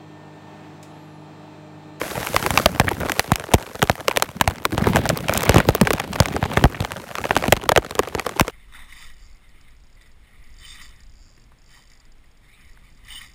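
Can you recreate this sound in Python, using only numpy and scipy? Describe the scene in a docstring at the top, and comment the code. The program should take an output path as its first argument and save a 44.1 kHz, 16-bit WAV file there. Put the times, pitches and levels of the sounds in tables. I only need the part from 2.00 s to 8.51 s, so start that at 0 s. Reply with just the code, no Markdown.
"""A night downpour on wet pavement, heard from under an umbrella whose cloth is just above the microphone.
From the start, filtered noise makes the roar of rain, hissing spray, low buffeting and rustling cloth.
Light drops patter and heavy ones smack the cloth throughout: noise splashes with falling, knocking tones.
Wind swells near 1 s and strongest near 2.9 s; from 3.2 to 3.9 s the cloth snaps amid a thick run of drops.
The treble dulls a little until 4.7 s; the hardest smack, near 5.5 s, flattens against the microphone's limit."""
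import sys
import numpy as np
from scipy import signal
from scipy.fft import rfft, irfft, next_fast_len
from scipy.io import wavfile

SR = 44100
rng = np.random.default_rng(int(sys.argv[2]) if len(sys.argv) > 2 else 0)


def dump_mix(stems):
    """Bounce the given channels to the path in sys.argv[1] as a 16-bit WAV at rate SR."""
    frames = np.atleast_2d(stems).T  # one column per channel
    limited = np.clip(frames, -1, 1)  # hard clip at full scale
    pcm = np.round(limited * 32767).astype(np.int16)
    wavfile.write(sys.argv[1], SR, pcm)


N = 287091
TIME = np.arange(N) / SR
AGE = np.arange(4096) / SR  # seconds since a drop or snap began


def gain_of(db):
    """Decibels to amplitude."""
    return 10 ** (np.asarray(db) / 20)


def evened(x):
    """Scales to an rms of one."""
    return x / np.sqrt(np.mean(x ** 2) + 1e-20)


def add(mix, s, sound):
    """Mixes a sound in at time s, cutting it off at the end of the mix."""
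    part = mix[max(round(s * SR), 0):][:len(sound)]
    part += sound[:len(part)]


def coloured(x, spectrum):
    """Filters x by (frequency [Hz], level [dB]) points joined on a log-frequency axis."""
    hz, db = np.transpose(spectrum)
    size = next_fast_len(len(x))
    bins = np.fft.rfftfreq(size, 1 / SR)
    gain = gain_of(np.interp(np.log(bins + 1), np.log(hz), db))
    return irfft(rfft(x, size) * gain, size)[:len(x)]


def wander(rate_hz):
    """Slow random drift with an rms of about one: noise smoothed above rate_hz."""
    coarse = rng.standard_normal(4000)
    bins = np.fft.rfftfreq(len(coarse), TIME[-1] / len(coarse))
    smooth = irfft(rfft(coarse) / (1 + (bins / rate_hz) ** 2))
    return np.interp(TIME, np.linspace(0, TIME[-1], len(coarse)), evened(smooth))


def curves(table):
    """Each column of a table of (time [s], ...) points, joined by straight lines."""
    s, *columns = np.transpose(table)
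    return [np.interp(TIME, s, column) for column in columns]


def burst(decay_s):
    """A puff of noise that starts at once and dies away."""
    return rng.standard_normal(len(AGE)) * np.exp(-AGE / decay_s)


def flex(hz, sag_cycles, life_cycles):
    """Cloth swings ever slower as the dent spreads: a short falling knock, uneven from swing to swing."""
    turns = sag_cycles * np.log1p(hz * AGE / sag_cycles)
    # a random phase shift at every half swing
    unevenness = np.interp(2 * turns, np.arange(64), rng.standard_normal(64)) * .11
    attack = 1 - np.exp(-turns / .3)
    decay = np.exp(-(turns / life_cycles) ** 1.5)
    return attack * decay * np.sin(2 * np.pi * (turns + unevenness))


# tone of the rain's roar: (frequency [Hz], relative level [dB])
WASH_TONE = [(80, -10.5), (250, 3), (600, 18), (1200, 6), (2300, 7), (4000, 2), (5200, -8), (9000, -46)]


def wash(rain_db, level_db=-5.5, flutter_db=3.0):
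    """Countless faint drops blur into a roar of noise that flutters at random."""
    roar = evened(coloured(rng.standard_normal(N), WASH_TONE))
    return roar * gain_of(rain_db + level_db + flutter_db * wander(rate_hz=69))


# tone of the spray: (frequency [Hz], relative level [dB])
SPRAY_TONE = [(300, -15), (1500, 13), (3000, 0), (4900, 4), (6000, 4.5), (10500, 1.5), (11800, 3),
              (15500, -6)]
# swells of the spray, before its overall level: (time [s], level [dB])
HISS_SWELLS = [(0,-42),(.63,-41),(.71,-50),(.9,-56),(1.2,-46.5),(1.34,-57),(1.85,-53),(2.6,-62.5),(2.85,-59),(3.06,-58),(3.4,-53),(4.35,-60),(4.59,-53),(4.74,-57.5),(5.47,-48),(5.61,-62.5),(6.51,-53)]


def spray(level_db=3.5, ticks_db=-3):
    """Tiny ticks of drops on the nearby pavement merge into the hiss of those further off."""
    hiss_db, = curves(HISS_SWELLS)
    # about 260 ticks a second, a few much bigger than the rest
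    landed = rng.random(N) < 260 / SR
    sizes = gain_of(7 * np.minimum(rng.exponential(1, N), 3)) * landed
    power = signal.oaconvolve(sizes ** 2, np.exp(-AGE / 0.00018))[:N]
    ticks = evened(coloured(np.sqrt(abs(power)) * rng.standard_normal(N), SPRAY_TONE))
    hiss = evened(coloured(rng.standard_normal(N), SPRAY_TONE))
    return gain_of(hiss_db + level_db) * (gain_of(ticks_db) * ticks + hiss)


# tone of the wind on the canopy: (frequency [Hz], relative level [dB])
WIND_TONE = [(20, -44), (38, -31), (65, 0.5), (130, 0.5), (250, -1.5), (600, -19.5), (2000, -44)]


def buffeting(wind_db, level_db=-3, lumps_db=6.5):
    """Gusts shake the canopy in low lumps: rumbling noise with a drifting level."""
    rumble = evened(coloured(rng.standard_normal(N), WIND_TONE))
    return rumble * gain_of(wind_db + level_db + lumps_db * wander(rate_hz=21))


# tone of the rubbing cloth: (frequency [Hz], relative level [dB])
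RUSTLE_TONE = [(300, 1), (800, 12.5), (2200, 17), (4300, -12.5), (6000, -24), (12000, -45)]


def rustle(wind_db, level_db=-13, clump_db=4):
    """The wet cloth rubs on its ribs in clumps of fine grains as the wind shakes it."""
    rough = rng.standard_normal(N) * gain_of(12 * wander(rate_hz=67))
    grains = evened(coloured(rough, RUSTLE_TONE))
    return grains * gain_of(wind_db + level_db + clump_db * wander(rate_hz=24))


# tone of the splashes: (frequency [Hz], level [dB])
SPLASH_TONE = [(100, -2), (1000, 10), (3000, 8.5), (4900, 1), (6200, 1), (9500, -2.5), (10500, -5.5),
               (11800, -5), (15500, -11)]
LEAD = 32  # samples of room ahead of each drop
# a drop's slap and ring relative to its force, and the slap's pitch over the ring's
SLAP_DB, RING_DB, SLAP_RATIO = -1.5, -1.5, 2.053
# slacker cloth thumps and rings more but slaps less: dB of that trade per dB of thump above TAUT_DB
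SLACK_TRADE, TAUT_DB = 0.11, -15.5
# at TAUT_DB: swings the ring lasts, and its sag: the pitch halves after this many starting periods
# slack cloth shortens both [octaves per dB of thump]
RING_CYCLES, SAG_CYCLES, SLACK_DAMPING = 3.19, 6.64, 0.013
# the wave returns from the nearest rib: level [dB], shortest and longest delay [s]
RIB_DB, RIB_NEAR_S, RIB_FAR_S = -10, .0008, 0.002694


def drop(force_db, splash_db, thump_db, hz):
    """Water bursts and the cloth slaps and rings, echoing off a rib, as the whole panel heaves."""
    slack_db = SLACK_TRADE * (thump_db - TAUT_DB)
    taut = 2 ** (SLACK_DAMPING * (TAUT_DB - thump_db))
    # a sharp burst with a faint, longer tail
    splash = burst(decay_s=.001) + gain_of(-35) * burst(decay_s=.004)
    splash = gain_of(splash_db) * coloured(np.roll(splash, LEAD), SPLASH_TONE)
    slap = gain_of(SLAP_DB - slack_db) * flex(SLAP_RATIO * hz, sag_cycles=14.3, life_cycles=3.52)
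    ring = flex(hz, sag_cycles=SAG_CYCLES * taut, life_cycles=RING_CYCLES * taut)
    knock = slap + gain_of(RING_DB + slack_db) * ring
    rib_s = RIB_NEAR_S + (RIB_FAR_S - RIB_NEAR_S) * rng.random()
    knock = knock + gain_of(RIB_DB) * np.roll(knock, round(SR * rib_s))
    heave = flex(349, sag_cycles=0.99, life_cycles=2.01)
    thump = gain_of(thump_db) * heave * (1 - np.exp(-AGE / 0.0017)) * np.exp(-AGE / 0.011)
    # seams scatter the wave back across the cloth
    scatter = gain_of(-37.5) * signal.fftconvolve(knock, burst(decay_s=0.0061))[:len(AGE)]
    return gain_of(force_db) * (splash + np.roll(knock + thump + scatter, LEAD))


# light drops: base level in average rain, dB gained per dB of rain, smallest-to-largest range
PATTER_DB, PATTER_FOLLOW, PATTER_RANGE_DB = -31.5, 0.5, 13.5
# their average splash and thump relative to their force, and middle ring pitch
PATTER_SPLASH_DB, PATTER_THUMP_DB, PATTER_HZ = -7.5, -11.5, 842


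def light_drops(rain_db, count=680):
    """Smaller drops all over the canopy, each with a pitch of its own, land harder as the rain swells."""
    out = np.zeros(N)
    blow_db = PATTER_DB + PATTER_FOLLOW * (rain_db - rain_db.mean())
    for at in rng.integers(0, N, count):
        splash, thump, octaves = rng.standard_normal(3) * [6, 7, .6]
        # most are small, a few large
        force_db = blow_db[at] + PATTER_RANGE_DB * rng.random() ** 2.5
        hz = PATTER_HZ * 2 ** octaves
        add(out, at / SR, drop(force_db, PATTER_SPLASH_DB + splash, PATTER_THUMP_DB + thump, hz))
    return out


# wet cloth snapping at its creases as it is shaken, before the overall level: (time [s], level [dB])
CREASE_SNAPS = [(3.1736, -7.5), (3.3372, -4), (3.3753, 3.5), (3.4322, -6), (3.4525, -11), (3.75, -2),
                (3.9327, -4)]
# tone of the snaps and crinkles: (frequency [Hz], level [dB])
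CREASE_TONE = [(800, 0), (3000, -3.5), (11000, -8), (15500, -0.5)]


def creases(wind_db, level_db=-2, count=300, crinkle_db=-3):
    """Short noise bursts: crisp snaps of the cloth, and a fine crinkling that grows with the wind."""
    out = np.zeros(N)
    for s, db in CREASE_SNAPS:
        add(out, s, gain_of(db + level_db) * burst(decay_s=0.0013))
    for at in rng.integers(0, N, count):
        size_db = 8 * rng.uniform(-1, 1)
        add(out, at / SR, gain_of(wind_db[at] + crinkle_db + size_db) * burst(decay_s=0.0012))
    return coloured(out, CREASE_TONE)


# heavy drops on the canopy: (time [s], force [dB], splash [dB re force], thump [dB re force],
# starting pitch of the ring [Hz])
HEAVY_DROPS = [(0.0155,-14.5,-15,-32,1310),(0.2702,-14.5,-1,-38,1370),(0.3447,-14,-3,-5,760),
               (0.364,-2,-2,-23,1280),(0.4633,-21,13,4.5,1520),
               (.506,-12,2.5,4,1020),(.575,3.5,-2,-49,1444),(.5984,-9,-9,-14,690),
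               (0.6591,5,5.5,-11,995),(0.7983,0,3.5,1.5,1083),
               (0.8123,-10,-30,-4,980),(.9134,-12,-8.5,-29,518),(1.032,-13,-20,-4,760),(1.0962,-12.5,-2,-74,890),(1.1194,-19,9,-22,940),
               (1.1947,-3.5,7.5,-32,1243),(1.3184,-4,1.5,5,1230),(1.3576,-20.5,11,-17,1310),(1.537,-3,-1,-2,1053),
               (1.5407,1,4,3.5,616),(1.819,-10,-6,-41,950),(1.827,-3.5,2.5,0.5,796),(1.8971,-1,-6,-3.5,803),
               (2.082,-6.5,4,-27,675),(2.112,-10,-12,-18,1270),(2.1625,-19,5,-7,920),(2.1719,-9.5,9.5,-19,673),
               (2.2236,-9,13,-18,880),(2.4114,1,0.5,-13,1290),(2.4765,-4.5,-2.5,2.5,1035),(2.653,-8.5,4,-43,605),
               (2.7792,-8.5,-7.5,1.5,760),(2.87,-4.5,-12,3,526),(2.9592,-3,-4,-14,1030),(2.9678,-4.5,-9,-6,940),
               (3.055,-11.5,-6,-11,960),(3.0997,-7.5,-9,-3,833),(3.2945,-5.5,-8.5,-15,780),(3.325,-10.5,-15,-13,786),(3.4075,-25,12,-19,1190),
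               (3.4935,-0.5,2,3.5,725),(3.5435,-8.5,0,3,844),
               (3.5603,1,-12,4,503),(3.5825,-6,1.5,0,450),(3.602,-4.5,-9,-30,890),(3.6878,-2,-5,6,546),
               (3.7503,-9.5,-5,-9,655),(3.813,0.5,-0.5,-6,278),(3.8716,-6.5,-7,-57,934),(3.906,-4,-6.5,-8,733),
               (3.9355,-14,-1,-3,343),(3.9995,-11.5,-1,-30,1310),(4.2022,1,1,4.5,927),(4.364,-10,-10,-12,790),
               (4.4271,-7,-30,2.5,1070),(4.572,2,-14,-3,990),(4.6398,5.5,-12,6.5,497),(4.6541,-8,-13,3,810),
               (4.805,-19.5,1.5,14.5,510),(4.824,-21,-5,7,706),(4.8487,-13.5,-8.5,-38,960),(4.919,-22.5,5,-27,680),(5.154,-16.5,-3.5,-53,1130),
               (5.1838,-16,-3,-40,720),(5.2405,-13.5,-11,-25,1050),(5.2532,-13,-11,-9,695),(5.308,-2,-27,-22,963),
               (5.3654,-5,0.5,-28,487),(5.4393,-9,-14,-6,1110),(5.4818,-10,-3,6,312),(5.5238,9.5,5,-7,913),
               (5.6914,-3,5,-21,765),(5.7187,-3.5,-4,-10,926),(5.7613,-2.5,-5,-11,870),(5.7752,4.5,-8,-7,802),
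               (5.9919,-1,-5.5,-22,632),(6.074,-19,-7.5,-9,690),(6.15,-15,-2.5,4.5,540),(6.196,-11,-2,-48,1170),
               (6.2657,-12,-2.5,-20,663),(6.2925,-17,-3,-27,710),(6.3966,-2,-1,-17,1230),(6.4091,-7.5,6,8.5,840),
               (6.4803,-15,-4,-32,694)]


def heavy_drops(count=2, droplet_db=-11):
    """Big drops land right above the microphone; each flings droplets that tick as they fall back."""
    out = np.zeros(N)
    for s, force_db, splash_db, thump_db, hz in HEAVY_DROPS:
        add(out, s - LEAD / SR, drop(force_db, splash_db, thump_db, hz))
        for flight, size, pitch in rng.random((count, 3)):
            tick = flex(1500 + 2000 * pitch, sag_cycles=12, life_cycles=2) + burst(decay_s=.0005) / 2
            tick_db = min(force_db, -2) + droplet_db - 14 * size
            add(out, s + .002 + .022 * flight ** 2, gain_of(tick_db) * tick)
    return out


# the microphone turns away and the top octave is shaded: (time [s], treble level [dB])
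TREBLE_SHADE = [(0, 3), (4.3, 0.5), (4.7, 0)]


def shaded(rain):
    """A microphone turning away hears less treble: the top band is rescaled over time."""
    shade_db, = curves(TREBLE_SHADE)
    top = coloured(rain, [(7000, -40), (11000, 0)])
    return rain + top * (gain_of(shade_db) - 1)


# gusts, before each layer's own level: (time [s], rain on the canopy [dB], wind buffeting [dB])
GUST_SWELLS = [(0,-32.5,-40),(.62,-32,-32),(.71,-45,-36),(1.02,-40.5,-25.5),(1.08,-38,-48),(1.45,-45.5,-51),(2.02,-50,-49),(2.13,-48.5,-48),(2.28,-48,-46),(2.46,-48.5,-33.5),(2.66,-50,-35.5),(2.88,-26.5,-23.5),(3.21,-38,-31.5),(3.57,-22.5,-25.5),(3.69,-38.5,-29.5),(3.93,-34.5,-33),(4.0,-37.5,-34.5),(4.62,-32.5,-30.5),(4.71,-45,-33.5),(5.07,-48,-44.5),(5.38,-36.5,-37),(5.7,-45.5,-47),(6.51,-42.5,-51)]


def scene():
    """Gusts steer the canopy's layers and the roar; spray joins them at one microphone."""
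    rain_db, wind_db = curves(GUST_SWELLS)
    surroundings = wash(rain_db) + spray()
    cloth = buffeting(wind_db) + rustle(wind_db) + creases(wind_db)
    drops = light_drops(rain_db) + heavy_drops()
    return shaded(surroundings + cloth + drops)[None]


OVERLOAD = .72  # amplitude the microphone cannot exceed
EDGE_HZ = 16100  # upper band limit


def record(dry):
    """The microphone sheds the deepest bass and flattens the loudest smacks; then the band limit."""
    thinned = signal.sosfilt(signal.butter(3, 42, "highpass", fs=SR, output="sos"), dry)
    clipped = thinned / (1 + (thinned / OVERLOAD) ** 6) ** (1 / 6)
    lowpass = signal.firwin(255, EDGE_HZ, window=("kaiser", 9), fs=SR)
    return signal.oaconvolve(clipped, lowpass[None], "same")


dry = scene()
out = record(dry)
dump_mix(out)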